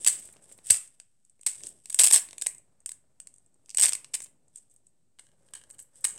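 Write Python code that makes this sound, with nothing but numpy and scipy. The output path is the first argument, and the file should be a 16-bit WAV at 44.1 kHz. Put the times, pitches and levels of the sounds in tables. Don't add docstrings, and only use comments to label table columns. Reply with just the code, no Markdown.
import sys
import numpy as np
from scipy import signal
from scipy.fft import rfft, irfft
from scipy.io import wavfile

SR = 44100
rng = np.random.default_rng(int(sys.argv[2]) if len(sys.argv) > 2 else 0)


def gain_from_db(level_db):
    decades = np.asarray(level_db, float) / 20
    return 10 ** decades


def persist_wave(psi):
    counts = np.round(np.clip(psi, -1, 1) * 32767).astype(np.int16)
    wavfile.write(sys.argv[1], SR, np.atleast_2d(counts).T)


N = 272538

# [t/s, tick level/dB, plate knock re tick/dB, length/ms]
CLUMPS = [(0.0107, -42, -20.5, 0.99), (1.669, -24, -14.5, 0.42), (1.857, -31.5, -9, 1.6),
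          (1.902, -26, -10, 1.24), (2.381, -29, -6.5, 1.4), (2.4207, -19.5, -9.5, 1.7),
          (3.7715, -13.5, -14, 1.2), (4.219, -35, -11.5, 2), (4.2257, -33, -17.5, 0.79),
          (4.2374, -39.5, -17, 2.0), (4.243, -37.5, -18.5, 2.6), (5.1927, -44, -5, 4.3),
          (5.536, -34, -7, 3.5), (5.5507, -34.5, -11, 2.5), (5.7908, -38, -13, 2)]
# [t/s, tick level/dB, plate knock re tick/dB]
SINGLE_PINS = [(0.047, -12.5, -12.5), (1.0, -34.5, -4.5), (1.4322, -37.5, -9), (1.8986, -24.5, -13),
               (1.9269, -23, -14), (1.945, -10.5, -14), (1.9896, -9.5, -7.5), (2.414, -24, -8),
               (2.468, -10.5, -12), (2.8606, -19.5, -11.5), (2.892, -21.5, -9), (2.9179, -26, -9.5),
               (3.201, -32, -8.5), (3.2716, -33, -9.5), (3.747, -21, -9), (3.9329, -12, -8.5),
               (3.9518, -18, -7), (5.5738, -42, -8), (5.702, -38, -11)]
# [t/s, tick level/dB, plate knock re tick/dB]
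JERK_LANDINGS = [(0.0649, -7.5, -10.5), (0.0673, -26.0, -6.5), (0.072, -10.5, -11.0), (0.0754, -0.5, -16),
                 (0.083, -2.5, -14), (0.092, -23.5, -12.5), (0.0957, -16.5, -16.5), (0.0987, -18.5, -13.5),
                 (0.103, -19.5, -17.5), (0.702, -11.5, -5), (0.7057, -0.5, -14.5), (0.7078, -0.5, -13.5),
                 (0.7108, -12.5, -8.5), (0.7143, -17, -17), (0.7159, -20.5, -17), (0.7188, -13.0, -17.0),
                 (0.7237, -16.5, -18), (0.728, -13.5, -16.5), (0.731, -17.5, -15.5), (0.7361, -21.0, -13.5),
                 (0.7398, -19.0, -13), (0.7438, -17.5, -10.5), (0.7463, -22.5, -11), (0.7522, -22, -14.5),
                 (0.7551, -24, -16.5), (0.7618, -22, -14), (0.7633, -26.5, -21.5), (0.7691, -24, -12),
                 (0.7718, -22, -23.5), (0.775, -30, -13.0), (1.4631, -19, -14.5), (1.465, -11.5, -9.5),
                 (1.469, -8.5, -17.5), (1.472, -17, -14.5), (1.475, -15, -11)]
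# [t/s, tick level/dB, plate knock re tick/dB]
TIPPING_LANDINGS = [(1.9907, -9.5, -12), (1.9935, -5.5, -5), (1.9966, -1.5, -12.0), (2.002, -3.5, -11.5),
                    (2.0048, -15.5, -10), (2.007, -11.5, -11.5), (2.011, -12.0, -9), (2.0126, -8.0, -12.5),
                    (2.0172, -6, -15), (2.0206, -15.5, -11.5), (2.023, -13, -14.5), (2.0262, -15.5, -11),
                    (2.0283, -18, -16.5), (2.034, -28.5, -8.5), (2.0356, -5.5, -11), (2.0413, -2.0, -14.5),
                    (2.0451, -4, -16.0), (2.0485, -11, -12), (2.0546, -7.5, -13.0), (2.0563, -15, -16.5),
                    (2.063, -18.0, -15.0), (2.066, -8.5, -14.5), (2.0725, -6.5, -11),
                    (2.0818, -13.5, -12.5), (2.085, -12.5, -15), (2.094, -25.5, -16.5),
                    (2.0978, -27, -14.5), (2.101, -32.5, -9), (2.1045, -16.5, -13.0), (2.1086, -18.0, -6.5),
                    (2.1117, -7, -10), (2.1165, -22.0, -13), (2.1252, -5, -18), (2.13, -5.5, -17),
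                    (2.1342, -2, -14), (2.1373, -5.5, -10.5), (2.1425, -4, -11), (2.1448, -7.5, -16),
                    (2.1481, -6.5, -12), (2.1514, -18.0, -10.5), (2.1557, -9.5, -10.5), (2.1612, -5, -8.5),
                    (2.1645, -14.5, -13), (2.1706, -14.5, -9), (2.176, -14, -10.5), (2.1794, -20.0, -14.5),
                    (2.1811, -19.5, -6), (2.1845, -19.5, -7.5)]
# [t/s, tick level/dB, plate knock re tick/dB]
SHAKE_LANDINGS = [(3.7813, -30, -21), (3.7842, -10.5, -10.5), (3.7866, -38, -27), (3.789, -23.0, -1),
                  (3.7929, -36, -16), (3.7955, -33, -8), (3.7975, -8.5, -14), (3.802, -12, -10.5),
                  (3.806, -25.5, -11.0), (3.807, -25.5, -11.5), (3.8124, -4.5, -15.5), (3.816, -24.5, -13),
                  (3.8175, -37, -6), (3.8225, -7, -12), (3.8275, -11, -9), (3.8318, -5, -15),
                  (3.8361, -5.5, -9), (3.837, -17, -6.5), (3.8417, -8, -12.5), (3.8453, -9.5, -9),
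                  (3.8512, -11.5, -8), (3.8574, -7, -13), (3.8627, -21.0, -12), (3.8649, -14, -5.5),
                  (3.8714, -21, -19), (3.8746, -22.0, -16), (3.878, -31, -15), (3.8806, -30, -3.5),
                  (3.8838, -14, -7.5), (3.888, -19.5, -7), (3.8928, -12.5, -13.5), (3.8967, -27.0, -12.0),
                  (6.041, -39, -9.0), (6.0435, -12.5, -12), (6.0475, -13, -11.5), (6.0508, -8.5, -13.5),
                  (6.0526, -15, -15), (6.058, -30, -17), (6.061, -28, -25), (6.0649, -25, -27),
                  (6.0694, -25, -25), (6.072, -28, -23), (4.137, -30, -7), (4.14, -22, -4),
                  (4.142, -15, -9), (4.1449, -17.5, -10.5), (4.1494, -15, -12.5), (4.1515, -18.5, -14.5),
                  (4.1546, -22, -8)]
# [t/s, tick level/dB]
PIN_TAPS = [(0.193, -37), (0.2552, -40), (0.2753, -48), (0.326, -43), (.4244, -48), (0.4397, -49),
            (.524, -36), (0.8758, -42), (1.25, -49.5), (1.2972, -50), (1.412, -41.5), (1.642, -35),
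            (1.6896, -33), (2.1963, -19), (2.5479, -37), (2.5818, -39.5), (2.804, -51.5), (3.3402, -44.5),
            (3.3617, -49), (3.3827, -49), (3.462, -52.5), (3.5428, -54.5), (4.4819, -53.5), (4.5587, -32),
            (4.7626, -48), (4.8684, -47), (5.7093, -35), (5.8, -35), (5.9566, -45), (6.106, -30.5)]
# [t/s, knock level/dB, brightness/(dB/octave)]
FRAME_CREAKS = [(.2887, -43, -4.5), (.339, -50, -3), (.3617, -52, -8.5), (.367, -47, -4), (.375, -57, -5),
                (0.462, -60, -9), (0.495, -53, -9), (0.515, -47.5, -7), (0.588, -43, -6), (.666, -53, -0.1),
                (1.394, -58, -8), (1.6072, -44, -1), (1.636, -41, 3), (1.648, -45, 0), (1.664, -50, 12),
                (2.2878, -37, 0), (2.3093, -37.5, 1.5), (2.3306, -32.5, -3), (2.4635, -26.5, -1.3),
                (3.66, -53.5, 3.5), (3.687, -54.5, -0.5), (3.694, -39.5, 3), (3.7034, -43, 9),
                (3.711, -41, 4), (3.9229, -22, 0.5), (4.0453, -33, 0.5), (4.204, -32.5, -2),
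                (4.2605, -43, -2), (4.2667, -49, -1.5), (5.188, -49, -2.5), (5.268, -59.5, 3),
                (5.289, -62.5, 3.5), (5.317, -63, 1.5), (5.4868, -56.5, 2.5), (5.597, -55, -2.5),
                (5.6147, -47, -1), (5.638, -49, 4), (6.178, -45.5, 1.5)]
# [start t/s, length/s, first tick/dB, last tick/dB, plate knock re tick/dB]
PIN_CASCADES = [(0.107, 0.2, -37.5, -49.5, -10.5), (0.779, 0.081, -36, -50.5, -10),
                (1.475, 0.09, -29, -42, -12), (3.21, 0.043, -54, -71.5, -23), (4.158, 0.052, -46, -47, -17),
                (4.57, 0.017, -40, -46, -20), (4.698, 0.027, -57, -60, -25),
                (5.196, 0.099, -61.5, -71.5, -9.5), (5.553, 0.039, -48, -70, 0),
                (5.734, 0.017, -52, -58, -11), (5.783, 0.052, -44, -55, -21.5),
                (6.003, 0.042, -54, -57, -30), (6.074, 0.11, -30, -50, -17)]
# [t/s, peak level/dB]
TIP_BRUSHES = [(0.196, -45), (0.2523, -51), (0.275, -57), (0.297, -65), (0.3252, -58), (0.3324, -58),
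               (0.424, -69), (0.4404, -69), (0.4818, -68), (0.4983, -66), (0.5237, -54), (0.5764, -56),
               (0.668, -45), (1.6834, -55), (1.6964, -59), (4.2194, -49.5), (4.2413, -49), (4.7142, -74),
               (4.7394, -63.5), (5.5069, -69), (5.6936, -60), (5.7284, -60), (5.7438, -64), (5.7983, -49),
               (5.824, -51), (6.0082, -57)]
# [t/s, peak level/dB, rise/s, fall/s, each for 20 dB]
BOARD_STIRS = [(.01, -44.5, .05, 0.17), (.12, -33.5, 0.061, 0.097), (.28, -51, 0.052, 0.06),
               (0.331, -67, .02, 0.085), (0.441, -57.5, .03, 0.033), (0.521, -50, 0.062, 0.035),
               (0.589, -56, .02, 0.012), (0.665, -37.5, 0.027, 0.11), (.695, -46.5, .03, 0.22),
               (1.27, -77.5, .08, 0.063), (1.581, -47.5, 0.11, 0.17), (1.67, -46, 0.054, 0.055),
               (1.92, -50, 0.07, 0.11), (2.07, -34.5, 0.12, 0.18), (2.44, -57, .1, 0.1),
               (2.9, -68.5, .04, 0.089), (3.35, -75.5, .15, .15), (3.719, -62.5, 0.05, 0.095),
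               (3.85, -44.5, 0.095, 0.17), (4.131, -64, .03, 0.063), (4.23, -66.5, 0.057, 0.046),
               (4.56, -58.5, .04, 0.09), (4.719, -67.5, .05, 0.066), (4.87, -73, 0.023, .04),
               (5.2, -63, .01, 0.11), (5.468, -69, 0.1, 0.049), (5.56, -52, 0.037, 0.1),
               (5.741, -75, 0.052, 0.042), (5.81, -64, .03, 0.056), (5.969, -58.5, 0.046, 0.17)]
# [t/s, grip effort/dB, finger place/(dB/octave)]
HAND_GRIP = [(0.0, -65.5, -10), (.35, -66.5, 5), (.7, -72.5, 2), (1.05, -91.5, -3), (1.45, -91, 3),
             (1.65, -63.5, -11), (1.85, -81.5, -4), (2.1, -70, -3), (2.55, -73.5, -6), (2.8, -79.5, 4.5),
             (3.72, -80, -1.5), (3.9, -71, 3), (4.22, -75.5, -2), (5.15, -88, -4), (5.35, -76, 3),
             (5.75, -73, 4.5), (5.9, -81.5, 7), (6.18, -63, 5)]
# [f/Hz, level/dB, t60/s]
PLATE_MODES = [(372, -19.5, 0.0087), (726, -15.5, .012), (1063.3, -10.5, 0.0041), (1710.5, -9, .008),
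               (2190, -4.5, 0.0052), (2830, -1.5, 0.0033), (3773, -5.5, 0.0043), (4550, -4.5, 0.0026),
               (5960, -2, 0.0014)]
# [f/Hz, level/dB, t60/s]
SHAFT_MODES = [(5600, -33, .012), (11000, -21, .013), (14300, -22, .005)]
# [f/Hz, level/dB, t60/s]
FRAME_MODES = [(1150, -14, .016), (1660, 0, .022), (1850, -4, .016), (2950, -1, .016), (3150, -5, .02)]
# [f/Hz, level/dB, t60/s]
RUB_MODES = [(352, -2.5, .011), (570, -3, .012), (830, -9, .008), (1250, -14, .005), (1760, -17, .004)]
# [f/Hz, level/dB, t60/s]
LOOSE_RUB_MODES = [(543, 2, 0.031), (1500, -13, .015)]
# [level/dB, start f/Hz, t60/s]
DESK_THUMP = (-33, 220, .1)
# [delay t/s, level/dB]
NEAR_ECHOES = [(.0019, -2), (.0038, -16), (.0092, -21), (0.0153, -16.5), (0.022, -19.5)]
# [f/Hz, t60/s]
ROOM_DECAY = [(150, 0.36), (500, 0.26), (1500, 0.41), (4000, 0.16), (8000, 0.24), (14000, 0.25)]
# [f/Hz, level/(dB per Hz)]
RUMBLE_SPECTRUM = [(30, -13.5), (60, -1), (120, 3), (250, -4), (500, -18.5), (1000, -31.5), (2000, -52.5)]
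# [f/Hz, level/(dB per Hz)]
HISS_SPECTRUM = [(30, -3.5), (120, 3.5), (600, -7.5), (1400, -9.5), (4400, -22), (9000, -34.5),
                 (15000, -31.5)]
# [f/Hz, width/Hz, level/dB]
PORT_RESONANCES = [(7460, 1600, 15.5), (8197, 556, 34.5), (8260, 460, 17.5), (11300, 47, 3)]

LANDING_MS = 1.6
GRIP_EASES_S = 5.1


def clock():
    return np.arange(N) / SR


def at_hz(points, hz):
    table_hz, values = np.transpose(points)
    return np.interp(np.log(hz), np.log(table_hz), values)


def rms_one(x):
    return x / np.sqrt(np.mean(x ** 2) + 1e-20)


def held_noise(length):
    return np.repeat(rng.standard_normal(N // length + 1), length)[:N]


def train(times_s, sizes):
    at = np.clip((times_s * SR).astype(int), 0, N - 1)
    return np.bincount(at.ravel(), sizes.ravel(), N)


def ring(clicks, hz, t60):
    r, w = gain_from_db(-60 / (t60 * SR)), 2 * np.pi * hz / SR
    return signal.lfilter([0, np.sin(w)], [1, -2 * r * np.cos(w), r * r], clicks + 1e-18)


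def ring_modes(clicks, modes):
    return sum(gain_from_db(db) * ring(clicks, hz, t60) for hz, db, t60 in modes)


def tick(clicks, cut_hz, soft_hz):
    sos = signal.butter(2, [cut_hz, soft_hz], "band", fs=SR, output="sos")
    return signal.sosfilt(sos, clicks + 1e-18)


def strikes(heads_per_ms, tick_db, knock_db, scatter_db, count):
    s, level_db, plate_db, length_ms, tilt_db = np.transpose(contacts())[:, :, None]
    order, chance = np.arange(count), rng.random((len(s), count))
    times = s + (order + (order > 0) * (chance - .5)) / heads_per_ms / 1000
    landed = np.clip(0.71 + length_ms * heads_per_ms - order, order == 0, 1)
    crowded = length_ms == LANDING_MS
    landed = landed * np.where(crowded & (order == 0), 0.79, 1)
    sizes = landed * gain_from_db(level_db + rng.normal(0, 1, times.shape)) * rng.choice([-1, 1], times.shape)

    hard = np.clip((level_db + 62) / 82, .15, 1) * np.clip(-plate_db / 4.6, .2, 1)
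    octaves = np.log2(np.transpose(PLATE_MODES)[0] / 2500)[:, None, None]
    scatter = scatter_db * rng.normal(0, 1, (len(PLATE_MODES), *times.shape))
    colour = gain_from_db(plate_db + (tilt_db - 2.8 * (1 - hard)) * octaves + scatter)

    delays, echo_db = np.transpose(NEAR_ECHOES)
    lags = delays * (1 + .05 * rng.normal(0, 1, (len(s), len(delays))))
    rebound = times + lags[:, :1]
    plate = knock([train(times, sizes * c) + gain_from_db(-11.5) * train(rebound, sizes * c) for c in colour], 0.73)
    plate += frame(times, sizes * gain_from_db(plate_db - 12 * hard))

    sharp, gentle = train(times, sizes * hard), train(times, sizes * (1 - hard))
    screened = sizes * gain_from_db(-7 * crowded)
    gentle += train(times[:, :, None] + lags[:, None], screened[:, :, None] * gain_from_db(echo_db))
    ticks = tick(sharp, 5000, 13000) + shafts(sharp) + tick(gentle, 6000, 9600)
    return gain_from_db(tick_db) * ticks + gain_from_db(knock_db) * plate


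def contacts():
    tap_knock_db, creak_tick_db = -21, -2.5
    early_s, landing_db = 0.00065, -2
    landings = JERK_LANDINGS + TIPPING_LANDINGS + SHAKE_LANDINGS
    rows = [(*row, 0) for row in CLUMPS]
    rows += [(*row, .3, 0) for row in SINGLE_PINS]
    rows += [(s - early_s, db + landing_db, knock_db, LANDING_MS, 0) for s, db, knock_db in landings]
    rows += [(s, db, tap_knock_db, .5, 0) for s, db in PIN_TAPS]
    rows += [(s, db + creak_tick_db + tilt, -creak_tick_db - tilt, .3, tilt) for s, db, tilt in FRAME_CREAKS]
    return rows + cascades()


def cascades():
    gap_s, clump_ms = 0.0041, 1.2
    start, length, first_db, last_db, plate_db = np.transpose(PIN_CASCADES)[:, :, None]
    gap, clump = rng.random((2, len(start), 40))
    since = (np.cumsum(.4 + 1.2 * gap, axis=1) - .4) * gap_s
    level_db = first_db + (last_db - first_db) * since / length
    level_db = np.where(since < length, level_db, -200)
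    columns = start + since, level_db, plate_db, clump_ms * 2 * clump, 0
    return np.transpose([np.broadcast_to(c, since.shape).ravel() for c in columns]).tolist()


def knock(trains, longer):
    plate = 0
    for k, ((hz, db, t60), clicks) in enumerate(zip(PLATE_MODES, trains)):
        plate = plate + (-1) ** k * gain_from_db(db) * ring(clicks, hz, longer * min(t60, .015))
    return plate


def frame(times, sizes):
    held_db, free_db = -26, -5
    clicks = train(times, sizes * gain_from_db(np.where(times < GRIP_EASES_S, held_db, free_db)))
    return ring_modes(clicks, FRAME_MODES)


def shafts(clicks):
    held_db = -9
    free = np.interp(clock(), [1.85, 1.85, 3.3, 3.3], gain_from_db([held_db, 0, 0, held_db]))
    return ring_modes(clicks * free, SHAFT_MODES)


def glints(gain_db, spread_ms, count):
    s, db = np.transpose(TIP_BRUSHES)[:, :, None]
    when, size = rng.random((2, len(s), count))
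    clicks = train(s + when * spread_ms / 1000, gain_from_db(db + gain_db) * (2 * size - 1))
    return tick(clicks, 9500, 19000)


def chatter(tick_db, knock_db, top_db, per_s, uneven_db, clump_db):
    born = rng.random(N) < per_s * gain_from_db(clump_db * held_noise(600)) / SR
    sizes = gain_from_db(uneven_db * np.minimum(rng.exponential(1, N), 4))
    clicks = born * sizes * rng.choice([-1, 1], N)
    ticks = gain_from_db(tick_db - 26.5) * rms_one(tick(clicks, 6000, 11000))
    plate = gain_from_db(knock_db - 12) * rms_one(knock([clicks] * len(PLATE_MODES), 0.49))
    top = gain_from_db(top_db) * rms_one(tick(clicks, 11000, 17000))
    return ticks + plate + top


def tremble():
    still_db = -89
    s, db, rise, fall = np.transpose(BOARD_STIRS)[:, :, None]
    t = np.arange(0, N, 64) / SR
    away = np.maximum((s - t) / np.maximum(rise, .004), (t - s) / np.maximum(fall, .004))
    swells = gain_from_db(db - 20 * away)
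    return np.interp(clock(), t, 20 * np.log10(swells.sum(axis=0) + gain_from_db(still_db)))


def rub(rub_db, tilt_db):
    grip_slip = gain_from_db(3 * held_noise(400))
    noise = rng.standard_normal((len(RUB_MODES), N)) * grip_slip
    modes = [gain_from_db(db) * ring(n, hz, t60) for (hz, db, t60), n in zip(RUB_MODES, noise)]
    scale = np.std(sum(modes))
    touched = sum(m * gain_from_db(tilt_db * np.log2(hz / 600)) for m, (hz, _, _) in zip(modes, RUB_MODES))
    eased = np.clip((clock() - GRIP_EASES_S) / .15, 0, 1)
    loose = sum(gain_from_db(db - 9) * ring(n, hz, t60) for (hz, db, t60), n in zip(LOOSE_RUB_MODES, noise[2:]))
    return gain_from_db(rub_db) / scale * eased * loose + gain_from_db(rub_db - 0.5) / scale * touched


def thump():
    db, hz, t60 = DESK_THUMP
    t = np.maximum(clock() - .704, 0)
    turns = hz * .006 * (1 - np.exp(-t / .006)) + 48 * t
    return -gain_from_db(db - 60 * t / t60) * np.sin(2 * np.pi * turns)


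def room(x, wet_db, onset_s, count):
    t = np.arange(SR // 2) / SR
    edges = np.append(100 * 2 ** np.arange(0, 8.), .45 * SR)
    tails = np.zeros((count, len(t)))
    for low, high in zip(edges[:-1], edges[1:]):
        decay = gain_from_db(-60 * t / at_hz(ROOM_DECAY, np.sqrt(low * high)))
        tails += tick(rng.standard_normal(tails.shape), low, high) * decay
    tails *= gain_from_db(wet_db) * (1 - np.exp(-(t / onset_s) ** 2))
    place = np.arange(N) // 2000 % count
    return x + sum(signal.fftconvolve(x * (place == k), tail)[:N] for k, tail in enumerate(tails))


def coloured(spectrum):
    hz = np.maximum(np.fft.rfftfreq(N, 1 / SR), 1)
    return rms_one(irfft(rfft(rng.standard_normal(N)) * gain_from_db(at_hz(spectrum, hz)), N))


def rumble_and_hiss(swing_db):
    rumble = gain_from_db(-75 + 0.54 * swing_db) * coloured(RUMBLE_SPECTRUM)
    hiss = gain_from_db(-90 + 0.1 * swing_db) * coloured(HISS_SPECTRUM)
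    return rumble + hiss


def scene():
    shake_db = tremble()
    grip_s, effort_points, tilt_points = np.transpose(HAND_GRIP)
    effort_db = np.interp(clock(), grip_s, effort_points)
    tilt_db = np.interp(clock(), grip_s, tilt_points)

    swing_db = shake_db + 65
    plate_db = -76 + 0.89 * swing_db
    top_db = shake_db + 0.35 * swing_db - 39.5
    pins = strikes(1.6, -9.5, -5.5, scatter_db=2.5, count=14)
    pins += glints(3.6, 4.5, count=7)
    pins += chatter(shake_db, plate_db, top_db, per_s=1400, uneven_db=2.7, clump_db=4)
    pins = tick(pins, 220, 19000)

    floor = rub(effort_db, tilt_db) + thump() + rumble_and_hiss(effort_db + 78)
    return (room(pins, -40, 0.0018, count=7) + floor)[None]


def top_cut(x):
    return signal.sosfilt(signal.butter(12, 16950, fs=SR, output="sos"), x)


def record(dry):
    x = dry.copy()
    for hz, width, db in PORT_RESONANCES:
        r = np.exp(-np.pi * width / SR)
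        poles = [1, -2 * r * np.cos(2 * np.pi * hz / SR), r * r]
        x += gain_from_db(db) * signal.lfilter((1 - r * r) / 2 * np.array([1, 0, -1]), poles, dry)
    x = .75 * np.tanh(x / .75)
    x = signal.sosfilt(signal.butter(2, 45, "high", fs=SR, output="sos"), x)
    x = signal.sosfilt(signal.ellip(8, 1, 23, 15800, fs=SR, output="sos"), x)
    x = signal.sosfilt(signal.cheby2(10, 50, 17200, fs=SR, output="sos"), x)
    return top_cut(x - .0005)


dry = scene()
out = record(dry)
persist_wave(out)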